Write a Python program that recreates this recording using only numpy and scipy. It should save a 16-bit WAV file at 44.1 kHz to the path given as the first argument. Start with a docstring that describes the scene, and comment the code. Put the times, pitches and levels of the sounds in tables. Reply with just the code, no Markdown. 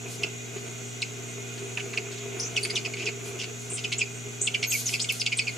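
"""Garden feeder: hummingbirds squabble a few metres away.
Chips, stutters, notes and trills are quick pitch sweeps of the voice, clean or rasping; one thin squeal.
Wing strokes pulse and stir the air into a whirr; feathers swish and snap in sharp turns.
Insects drone in the trees, an electric motor hums, open air hisses; a faint hiss rings near 2-3 kHz.
Close surfaces add a short echo."""
import sys
import numpy as np
from scipy import signal
from scipy.fft import rfft, irfft, next_fast_len
from scipy.io import wavfile
from scipy.ndimage import uniform_filter1d, map_coordinates

SR = 44100
rng = np.random.default_rng(int(sys.argv[2]) if len(sys.argv) > 2 else 0)


def store_pcm(level_fs):
    """Save levels as 16-bit WAV."""
    pcm = np.round(np.clip(level_fs, -1, 1) * 32767).astype(np.int16)
    wavfile.write(sys.argv[1], SR, np.atleast_2d(pcm).T)


N = 245637
TIME = np.arange(N) / SR
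CHIP_LOW_HZ = 2133.6  # end of every dive

# pitch dives: t/s, length/s, top f/Hz, level/dB, 2nd harmonic/dB, rasp/0-1
CHIPS = [ (.230, .013, 8660, -14, -8.5, 0.38), (1.017, .017, 7580, -13, -9.5, 0.25),
         (1.771, 0.0079, 3020, -19.5, -16, 0.6), (1.793, 0.02, 3010, -24, -24, 0.56),
         (1.93, .013, 2690, -25, -22, 0.68), (1.971, 0.017, 3215, -17, -13, 0.38),
         (2.559, 0.033, 4040, -12.5, -9.5, 0.25), (2.648, 0.012, 3080, -18, -9, 0.84),
         (2.695, 0.028, 2820, -21.5, -4.5, 0.78), (2.752, 0.046, 3800, -16, -4, 0.42),
         (2.845, 0.029, 3040, -19.5, -8.5, 0.46), (2.934, .014, 2480, -21.5, -13, .5),
         (3.059, 0.044, 2975, -15.5, -10, 0.36), (3.836, .028, 4680, -18.5, -9, 0.43),
         (4.008, 0.021, 2975, -14.5, -16, 0.13), (4.465, 0.026, 6050, -14, -11, 0.21),
         (4.539, 0.022, 3450, -12, -17, 0.3), (4.73, .037, 2570, -15.5, -15, 0.03),
         (4.891, 0.0049, 4320, -22, -4, 0.8), (5.042, 0.0085, 4800, -17, -5, 0.5),
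         (5.086, 0.031, 4010, -13, -11, 0.12), (5.215, 0.0079, 4840, -18, -5, 0.37),
         (5.385, 0.02, 4910, -15, -6.5, .25), (5.467, 0.039, 2755, -15.5, -12, 0.24)]
# broken chips: t/s, spacing/s, top f/Hz, level/dB, lead-in/dB, 2nd harmonic/dB, rasp/0-1
STUTTERS = [(3.9172, 0.0074, 7040, -13, -8, -6.5, .5), (4.625, 0.009, 5620, -16, -1, -5.5, .45),
            (4.927, 0.0086, 4760, -15.5, -9, -4.5, 0.1), (5.2539, .0074, 6300, -14, -16, -5.5, 0.17),
            (5.318, 0.0057, 3700, -11, -11, -14.5, 0.24)]
# stutter strokes: share of the full dive in octaves/0-1
STROKE_HEIGHTS = [0.422, 1, 0.566, 0.407]
# held notes: t/s, length/s, first f/Hz, last f/Hz, level/dB, 2nd harmonic/dB, rasp/0-1
NOTES = [ (2.388, 0.029, 9750, 9300, -33, -30, 0.75), (2.628, 0.027, 4580, 4600, -27.5, -0.5, 0.3),
         (2.703, 0.0082, 5050, 4730, -25, -5.5, 0), (2.751, 0.01, 6900, 4000, -27, -7, 0.6),
         (2.966, 0.079, 2507, 2475, -33, -9.5, 0.76), (3.055, 0.01024, 6080, 3100, -24, -28, 1),
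         (3.387, 0.063, 2945, 2400, -32, -3.5, 0.73), (3.768, 0.035, 2860, 2550, -34.5, -1, 0.9),
         (3.99, 0.032, 2915, 2730, -30, -1.5, 0.68), (4.023, 0.02, 2480, 2340, -30.5, -8, 0.22),
         (4.668, 0.054, 6430, 6620, -27, -30, 0.1), (4.698, .027, 7800, 7440, -26, -30, 0.8),
         (4.719, 0.026, 2690, 2560, -26, -2.5, .55), (4.856, .036, 6970, 5200, -20.5, -28, 0.52),
         (4.993, .038, 3370, 6880, -25.5, -9.5, 0.94), (5.196, 0.023, 6250, 4040, -24, -9, 0.7),
         (5.368, 0.0265, 8460, 8040, -28.5, -30, 0.78), (5.408, 0.018, 2340, 2180, -30, -4, 0)]
# buzzy trills: t/s, length/s, first f/Hz, last f/Hz, warble depth/Hz, level/dB, accent/dB
TRILLS = [(2.397, 0.091, 5620, 6600, 420, -28, 6), (3.697, 0.084, 8240, 7980, 910, -29.5, -15),
          (3.982, 0.024, 7100, 7670, 645, -30.5, 7.5), (4.412, 0.075, 7480, 7730, 990, -25.5, 5.5),
          (4.726, 0.108, 6500, 6480, 249, -32.5, 14), (5.015, 0.051, 7330, 7670, 700, -32.5, 7)]
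# squeal contour: t/s, top f/Hz, swoop depth/Hz, level/dB
SQUEAL = [(4.668, 13600, -12, -42), (4.682, 12600, 0, -33), (4.708, 13200, 2, -35),
          (4.720, 13900, 303, -40), (4.728, 13800, 5000, -31.5), (4.770, 13500, 7502, -35.5),
          (4.810, 13100, 10002, -37), (4.860, 12500, 9993, -62)]
# feather swishes: t/s, Gaussian sigma/s, level/dB
SWISHES = [(.13, 0.032, -44), (2.645, 0.037, -45.5), (3.275, 0.027, -44.5), (3.63, 0.045, -51.5),
           (4.783, 0.026, -35.5), (4.903, 0.046, -37), (5.145, 0.038, -40)]
# swish spectrum: f/Hz, gain/dB
SWISH_SPECTRUM = [(1200, -81), (3000, 22), (7000, 31), (11000, 25), (13500, 17), (15500, 3)]
# wing flicks and snaps: t/s, level/dB, centre f/Hz, decay/s
SNAPS = [(0.564, -42.5, 2470, 0.023), (1.575, -38, 2550, 0.011), (1.774, -34.5, 1500, 0.013),
         (1.935, -36.5, 1530, 0.015), (1.979, -54, 1550, 0.0063), (2.111, -38.5, 3130, 0.023),
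         (2.174, -39.5, 2960, .015), (5.1226, -18.5, 12000, .0005), (5.125, -6, 8700, 0.00014)]
# wingbeat rates: f/Hz
WINGBEATS_HZ = [44.72, 50.54, 58.23]
# whirr spectrum: f/Hz, gain/dB
WHIRR_SPECTRUM = [(130, -27), (310, -22), (355, -10.5), (385, -6), (407, 2.5), (435, -10.5), (480, -14),
                  (530, -41), (690, -13.5), (750, -29.5), (1400, -26), (1900, -30.5), (2400, -16.5),
                  (4500, -46)]
# hover contour, loudest as the birds crowd the feeder: t/s, level/dB
HOVER = [(0, -45), (.95, -48.5), (1.7, -43.5), (2.2, -41), (3.15, -42.5), (3.55, -47.5), (4.25, -47.5),
         (4.7, -53), (5.57, -51)]
# darts, wings briefly beating harder: t/s, level/dB
DARTS = [(.06, -38), (.565, -36), (1.18, -43), (1.38, -38), (1.62, -35.5), (1.986, -35), (2.737, -35.5),
         (2.864, -37), (3.351, -36), (3.72, -38), (3.855, -40), (4.27, -38.5), (4.42, -40.5), (4.61, -42),
         (4.924, -41)]
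# near insect's buzzes: t/s, length/s, f/Hz, level/dB
BUZZES = [(.62, .13, 8600, -56), (0.825, 0.1, 8270, -51), (1.25, 0.099, 8330, -52),
          (1.516, 0.27, 8700, -56), (2.096, 0.071, 8240, -51), (4.098, 0.15, 8350, -51)]
# insect chorus: f/Hz, density/(dB re 1/Hz)
CHORUS = [(4700, -105), (5400, -84), (5900, -81), (6250, -79), (6550, -75), (7000, -71.5), (7500, -82),
          (7750, -80.5), (8100, -90), (9000, -105)]
# faint steady ringing hiss near 2-3 kHz: f/Hz, density/(dB re 1/Hz)
LOW_RING = [(1800, -105), (2020, -86), (2150, -71), (2290, -92.5), (2460, -75.5), (2680, -97),
            (2850, -80.5), (3050, -94), (3250, -85.5), (3900, -84.5), (4700, -133), (5500, -110)]
# motor lines: f/Hz, level/dB, left minus right/dB, left minus right phase/rad
HUM = [(119.8, -43.5, -0.5, 0.44), (239.6, -51.5, -2, 1), (297.5, -63.5, 10, 0.43), (1525, -72.5, 1, 0.51)]
# open air: f/Hz, density/(dB re 1/Hz)
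AIR = [(25, -76), (60, -90.5), (100, -76.5), (190, -73), (300, -79.5), (460, -77.5), (560, -84.5),
       (690, -84.5), (930, -89), (1500, -88), (1850, -92.5), (4700, -92.5), (9500, -95), (12500, -102),
       (15000, -103)]
# stereo width of the background: f/Hz, side minus mid/dB
WIDTH = [(60, -19), (110, -16), (200, 1), (380, 0), (700, 2.5), (1290, 1.5), (2380, -1), (4400, -4),
         (8120, -12), (15000, 0.5)]
# close reflections: delay/s, gain/dB, extra delay right/s
ECHOES = [(.0017, -50, .00016), (.0041, -8.5, -.00012), (.0094, -8, .00007)]
# microphone mismatch: f/Hz, left minus right/dB
MIC_BALANCE = [(300, .5), (1400, -.5), (2500, -2.5), (4400, 0.5), (15000, 0)]
# shared microphone response: f/Hz, gain/dB
MIC_RESPONSE = [(4000, 1.5), (4450, 4), (4670, -2), (4850, 5), (5200, -1)]


def chatter():
    """All tabled calls; throat and bill pass little above 10 kHz."""
    out = np.zeros(N)
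    for voice, table in [(chip, CHIPS), (stutter, STUTTERS), (note, NOTES), (trill, TRILLS)]:
        for start_s, *shape in table:
            add(out, start_s, voice(*shape))
    return colour(out, [(1000, -1), (1700, -16.5), (2200, -4.5), (9000, -2), (10300, -9), (12000, -26)])


def syrinx(pitch_hz, second_db, rasp, jitter_hz=400, grain_hz=1400, third_step_db=-11, shimmer_db=2.6):
    """Three-partial voice; rasp shakes the pitch, frays the partials (upper ones most) and adds hiss."""
    n = len(pitch_hz)
    hz = pitch_hz + rasp * jitter_hz * walk(700, n)
    phase = 2 * np.pi * np.cumsum(hz) / SR
    hiss = unit(band(rng.standard_normal(SR // 4), hz=4500, width_hz=4000))[:n]
    out = rasp * amp(-12) * hiss
    for k, partial_db in enumerate([0, second_db, second_db + third_step_db], 1):
        fray = np.clip(rasp + 0.39 * np.log2(k), 0, 1)
        shake = (walk(grain_hz, n) + 1j * walk(grain_hz, n)) / np.sqrt(2)
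        partial = (np.sqrt(1 - fray ** 2) + fray * shake) * np.exp(1j * k * phase)
        out += amp(partial_db) * (k * hz < SR / 2) * partial.imag
    return out * amp(shimmer_db * walk(330, n))


def chip(length_s, top_hz, db, second_db, rasp, fade_db_per_s=313, db_per_oct=-4.5, rasp_per_oct=0.27):
    """Pitch dive: fast and rough at first, settling and clearing at the bottom of the voice."""
    t = TIME[:int(length_s * SR)]
    drop_oct = np.log2(top_hz / CHIP_LOW_HZ)
    bend = 1.6 * drop_oct  # higher starts drop more steeply
    height_oct = drop_oct * (1 - np.expm1(-bend * t / length_s) / np.expm1(-bend))
    edge_s = 0.34 * length_s
    envelope = fade(t, attack_s=min(0.0093, edge_s), release_s=edge_s)
    gain = amp(db + db_per_oct * height_oct - fade_db_per_s * t) * envelope
    return gain * syrinx(CHIP_LOW_HZ * 2 ** height_oct, second_db, rasp + rasp_per_oct * height_oct)


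def stutter(spacing_s, top_hz, db, lead_db, second_db, rasp, step_db=-5.5):
    """Four overlapping chips: soft lead-in, hard high stroke, two ever lower and weaker."""
    out = np.zeros(N)
    for k, height in enumerate(STROKE_HEIGHTS):
        stroke_db = db + (step_db * (k - 1) if k else lead_db)
        stroke_hz = CHIP_LOW_HZ * (top_hz / CHIP_LOW_HZ) ** height
        add(out, k * spacing_s, chip(1.2 * spacing_s, stroke_hz, stroke_db, second_db, rasp))
    return out


def note(length_s, first_hz, last_hz, db, second_db, rasp, droop_db=1):
    """Held note: linear glide, slight droop in level."""
    t = TIME[:int(length_s * SR)]
    gain = amp(db + droop_db * (.5 - t / length_s)) * fade(t, attack_s=0.0037, release_s=0.0038)
    return gain * syrinx(np.linspace(first_hz, last_hz, len(t)), second_db, rasp)


def trill(length_s, first_hz, last_hz, depth_hz, db, accent_db, warble_hz=108, accent_s=0.0036):
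    """Squeak with a quick, uneven warble and an opening accent."""
    t = TIME[:int(length_s * SR)]
    warble = np.sin(2 * np.pi * warble_hz * t + 0.92 * walk(98.2, len(t)))
    jitter_hz = 280 * walk(2100, len(t))
    hz = np.linspace(first_hz, last_hz, len(t)) - depth_hz * warble + jitter_hz
    swell = np.sqrt(np.sin(np.pi * t / length_s))
    accent = amp(accent_db) * t / accent_s * np.exp(1 - t / accent_s)
    shimmer_db = 3 * walk(593, len(t))
    return np.sin(2 * np.pi * np.cumsum(hz) / SR) * (swell + accent) * amp(db + shimmer_db)


def squeal(swoop_hz=79, dip_at_s=4.7272, jitter_hz=220, second_ratio=0.95, second_db=-5):
    """Very high whistle, dipping ever deeper as it fades; a second voice swoops out of step."""
    top_hz, depth_hz, db = curve(SQUEAL)
    swooping = np.sqrt(np.abs(depth_hz) / np.max(depth_hz))
    out = np.zeros(N)
    for ratio, gain in [(1, 1), (second_ratio, amp(second_db) * swooping)]:
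        cycles = ratio * swoop_hz * (TIME - dip_at_s) + 0.064 * walk(50)
        dip = (1 - np.abs(np.sin(np.pi * cycles))) ** 1.3
        hz = top_hz - depth_hz * dip + jitter_hz * swooping * walk(1500)
        out += gain * np.sin(2 * np.pi * np.cumsum(hz) / SR)
    return out * amp(db) * (TIME > SQUEAL[0][0]) * (TIME < SQUEAL[-1][0])


def feathers():
    """Air swishing through feathers; wing flicks and snaps as band-passed noise bursts."""
    swell = sum(amp(db) * np.exp(-((TIME - at_s) / sigma_s) ** 2 / 2) for at_s, sigma_s, db in SWISHES)
    out = swell * unit(colour(rng.standard_normal(N), SWISH_SPECTRUM))
    t = TIME[:SR // 8]
    for start_s, db, hz, decay_s in SNAPS:
        width_hz = min(1.7 * hz, SR / 4)
        noise = rng.standard_normal(len(t))
        burst = unit(band(band(noise, hz, width_hz), hz, width_hz))
        envelope = np.exp(-t / decay_s) * (1 - np.exp(-4 * t / decay_s))
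        add(out, start_s, amp(db) * burst * envelope)
    return out


def wings(wander=.05, turbulence=0.062, pulse_cutoff_hz=600, gain_db=-1, side_db=-12):
    """Each stroke pushes a soft air pulse and stirs turbulence; beat rates wander."""
    strokes = np.zeros(N)
    soften = signal.butter(2, pulse_cutoff_hz, fs=SR, output="sos")
    for beat_hz in WINGBEATS_HZ:
        cycles = np.cumsum(beat_hz * (1 + wander * walk(7))) / SR
        pulses = np.diff(np.floor(cycles), prepend=0)
        stirring = (.5 + np.cos(np.pi * cycles) ** 2) / 2
        strokes += signal.sosfilt(soften, pulses) + turbulence * stirring * rng.standard_normal(N)
    mid = colour(strokes, WHIRR_SPECTRUM)
    mid /= np.sqrt(uniform_filter1d(mid ** 2, size=1500))  # levelled; effort sets the swells
    side = amp(side_db) * unit(colour(rng.standard_normal(N), WHIRR_SPECTRUM))
    return spread(mid, side) * wing_effort() * amp(gain_db)


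def wing_effort(flutter_db=2.5, flutter_hz=23.78, rise_s=0.013, fall_s=0.023):
    """Whirr gain: restless hovering plus a quick surge per dart."""
    hover = amp(curve(HOVER)[0] + flutter_db * walk(flutter_hz))
    darts = sum(amp(db) * np.exp(-np.maximum((at_s - TIME) / rise_s, (TIME - at_s) / fall_s))
                for at_s, db in DARTS)
    return np.hypot(hover, darts)


def insects(scrape_hz=340):
    """One near insect buzzing in bouts of narrow-band noise, over a distant chorus."""
    near = np.zeros(N)
    for start_s, length_s, hz, db in BUZZES:
        t = TIME[:int(length_s * SR)]
        scrape = walk(scrape_hz, len(t)) + 1j * walk(scrape_hz, len(t))
        buzz = np.real(scrape * np.exp(2j * np.pi * hz * t))
        add(near, start_s, amp(db) * np.sqrt(np.sin(np.pi * t / length_s)) * buzz)
    return near + wash(CHORUS, flicker_db=0.3, flicker_hz=45.1)


def ringing_hiss():
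    """Faint steady ringing hiss near 2-3 kHz."""
    return wash(LOW_RING, flicker_db=0.85, flicker_hz=6.02)


def motor(waver_db=0.33, waver_hz=6.13):
    """Steady electric hum, slightly out of phase between the sides."""
    sides = np.array([[.5], [-.5]])
    hum = np.zeros((2, N))
    for hz, db, pan_db, lead_rad in HUM:
        phase = 2 * np.pi * (hz * TIME + rng.random()) + sides * lead_rad
        hum += np.sqrt(2) * amp(db + sides * pan_db) * np.sin(phase)
    return hum * amp(-waver_db * walk(waver_hz))


def wash(spectrum, flicker_db, flicker_hz, scatter_s=.012):
    """Wide, flickering noise bed; scatter off small surfaces ripples the treble."""
    t = TIME[:SR // 10]
    scatter = rng.standard_normal(len(t)) * np.exp(-t / scatter_s)
    scatter = signal.sosfilt(signal.butter(2, 420, "high", fs=SR, output="sos"), scatter)
    path = scatter / np.linalg.norm(scatter)
    path[0] += 1  # direct sound
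    path /= np.linalg.norm(path)
    noise = signal.fftconvolve(rng.standard_normal((2, N)), path[None], axes=1)[:, :N]
    mid, side = colour(noise, spectrum) * np.sqrt(SR / 2)
    return spread(mid, colour(side, WIDTH)) * amp(flicker_db * walk(flicker_hz))


def reflections(x, early_db=-10, early_s=0.029, side_db=-6, late_db=-22, t60_s=0.63):
    """Echoes and scatter off close surfaces; a faint far tail, different on each side."""
    t = TIME[:SR // 2]
    (mid, side), late = rng.standard_normal((2, 2, len(t)))
    early = spread(mid, amp(side_db) * side) * np.exp(-t / early_s) * np.sqrt(2 / (early_s * SR))
    late *= amp(-60 * t / t60_s) * np.sqrt(2 * np.log(1000) / (t60_s * SR))  # unit energy
    response = amp(early_db) * early + amp(late_db) * late
    for delay_s, db, lag_s in ECHOES:
        response[0, int(delay_s * SR)] += amp(db)
        response[1, int((delay_s + lag_s) * SR)] += amp(db)
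    return signal.fftconvolve(x[None], response, axes=1)[:, :N]


def amp(db):
    return 10 ** (np.asarray(db) / 20)


def unit(x):
    return x / np.sqrt(np.mean(x ** 2))


def curve(rows):
    """Table columns, interpolated linearly over TIME."""
    times_s, *columns = np.transpose(rows)
    return [np.interp(TIME, times_s, column) for column in columns]


def fade(t, attack_s, release_s):
    """Sine-squared attack and release round a hold."""
    ramp = np.minimum(t / attack_s, (t[-1] - t) / release_s)
    return np.sin(np.pi / 2 * np.clip(ramp, 0, 1)) ** 2


def walk(rate_hz, count=N):
    """Smooth random signal, spread near 1."""
    steps = rng.standard_normal(N // 4)[:int(count * rate_hz / SR) + 4]
    return map_coordinates(steps, [np.arange(count) * rate_hz / SR], order=2, mode="nearest")


def colour(x, points):
    """Filter through (f/Hz, gain/dB) points."""
    hz, db = np.transpose(points)
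    size = next_fast_len(N)
    bins_hz = np.arange(size // 2 + 1) * SR / size
    gain = amp(np.interp(np.log(bins_hz + 1), np.log(hz), db))
    return irfft(rfft(x, size) * gain, size)[..., :N]


def band(x, hz, width_hz):
    """Resonance, unity gain at centre."""
    return signal.lfilter(*signal.iirpeak(min(hz, SR / 2 - 1), hz / width_hz, fs=SR), x)


def add(track, start_s, sound):
    i = max(int(start_s * SR), 0)
    track[i:i + len(sound)] += sound[:N - i]


def spread(mid, side):
    return np.array([mid + side, mid - side])


def scene():
    """Birds and their echo over whirr, insects, ringing hiss, motor and open air; stereo."""
    birds = chatter() + squeal() + feathers()
    garden = birds + reflections(birds) + wings() + insects() + ringing_hiss() + motor()
    return garden + wash(AIR, flicker_db=1.0, flicker_hz=4.86)


def record(dry, low_cut_hz=60, high_cut_hz=15200):
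    """Two slightly unequal microphones with a shared narrow dip; deep bass thinned, top cut."""
    pair = [colour(x, [(hz, side * db) for hz, db in MIC_BALANCE]) for x, side in zip(dry, (.5, -.5))]
    coloured = colour(np.array(pair), MIC_RESPONSE)
    thinned = signal.sosfilt(signal.butter(2, low_cut_hz, "high", fs=SR, output="sos"), coloured)
    return signal.sosfilt(signal.ellip(8, .2, 70, high_cut_hz, fs=SR, output="sos"), thinned)


dry = scene()
out = record(dry)
store_pcm(out)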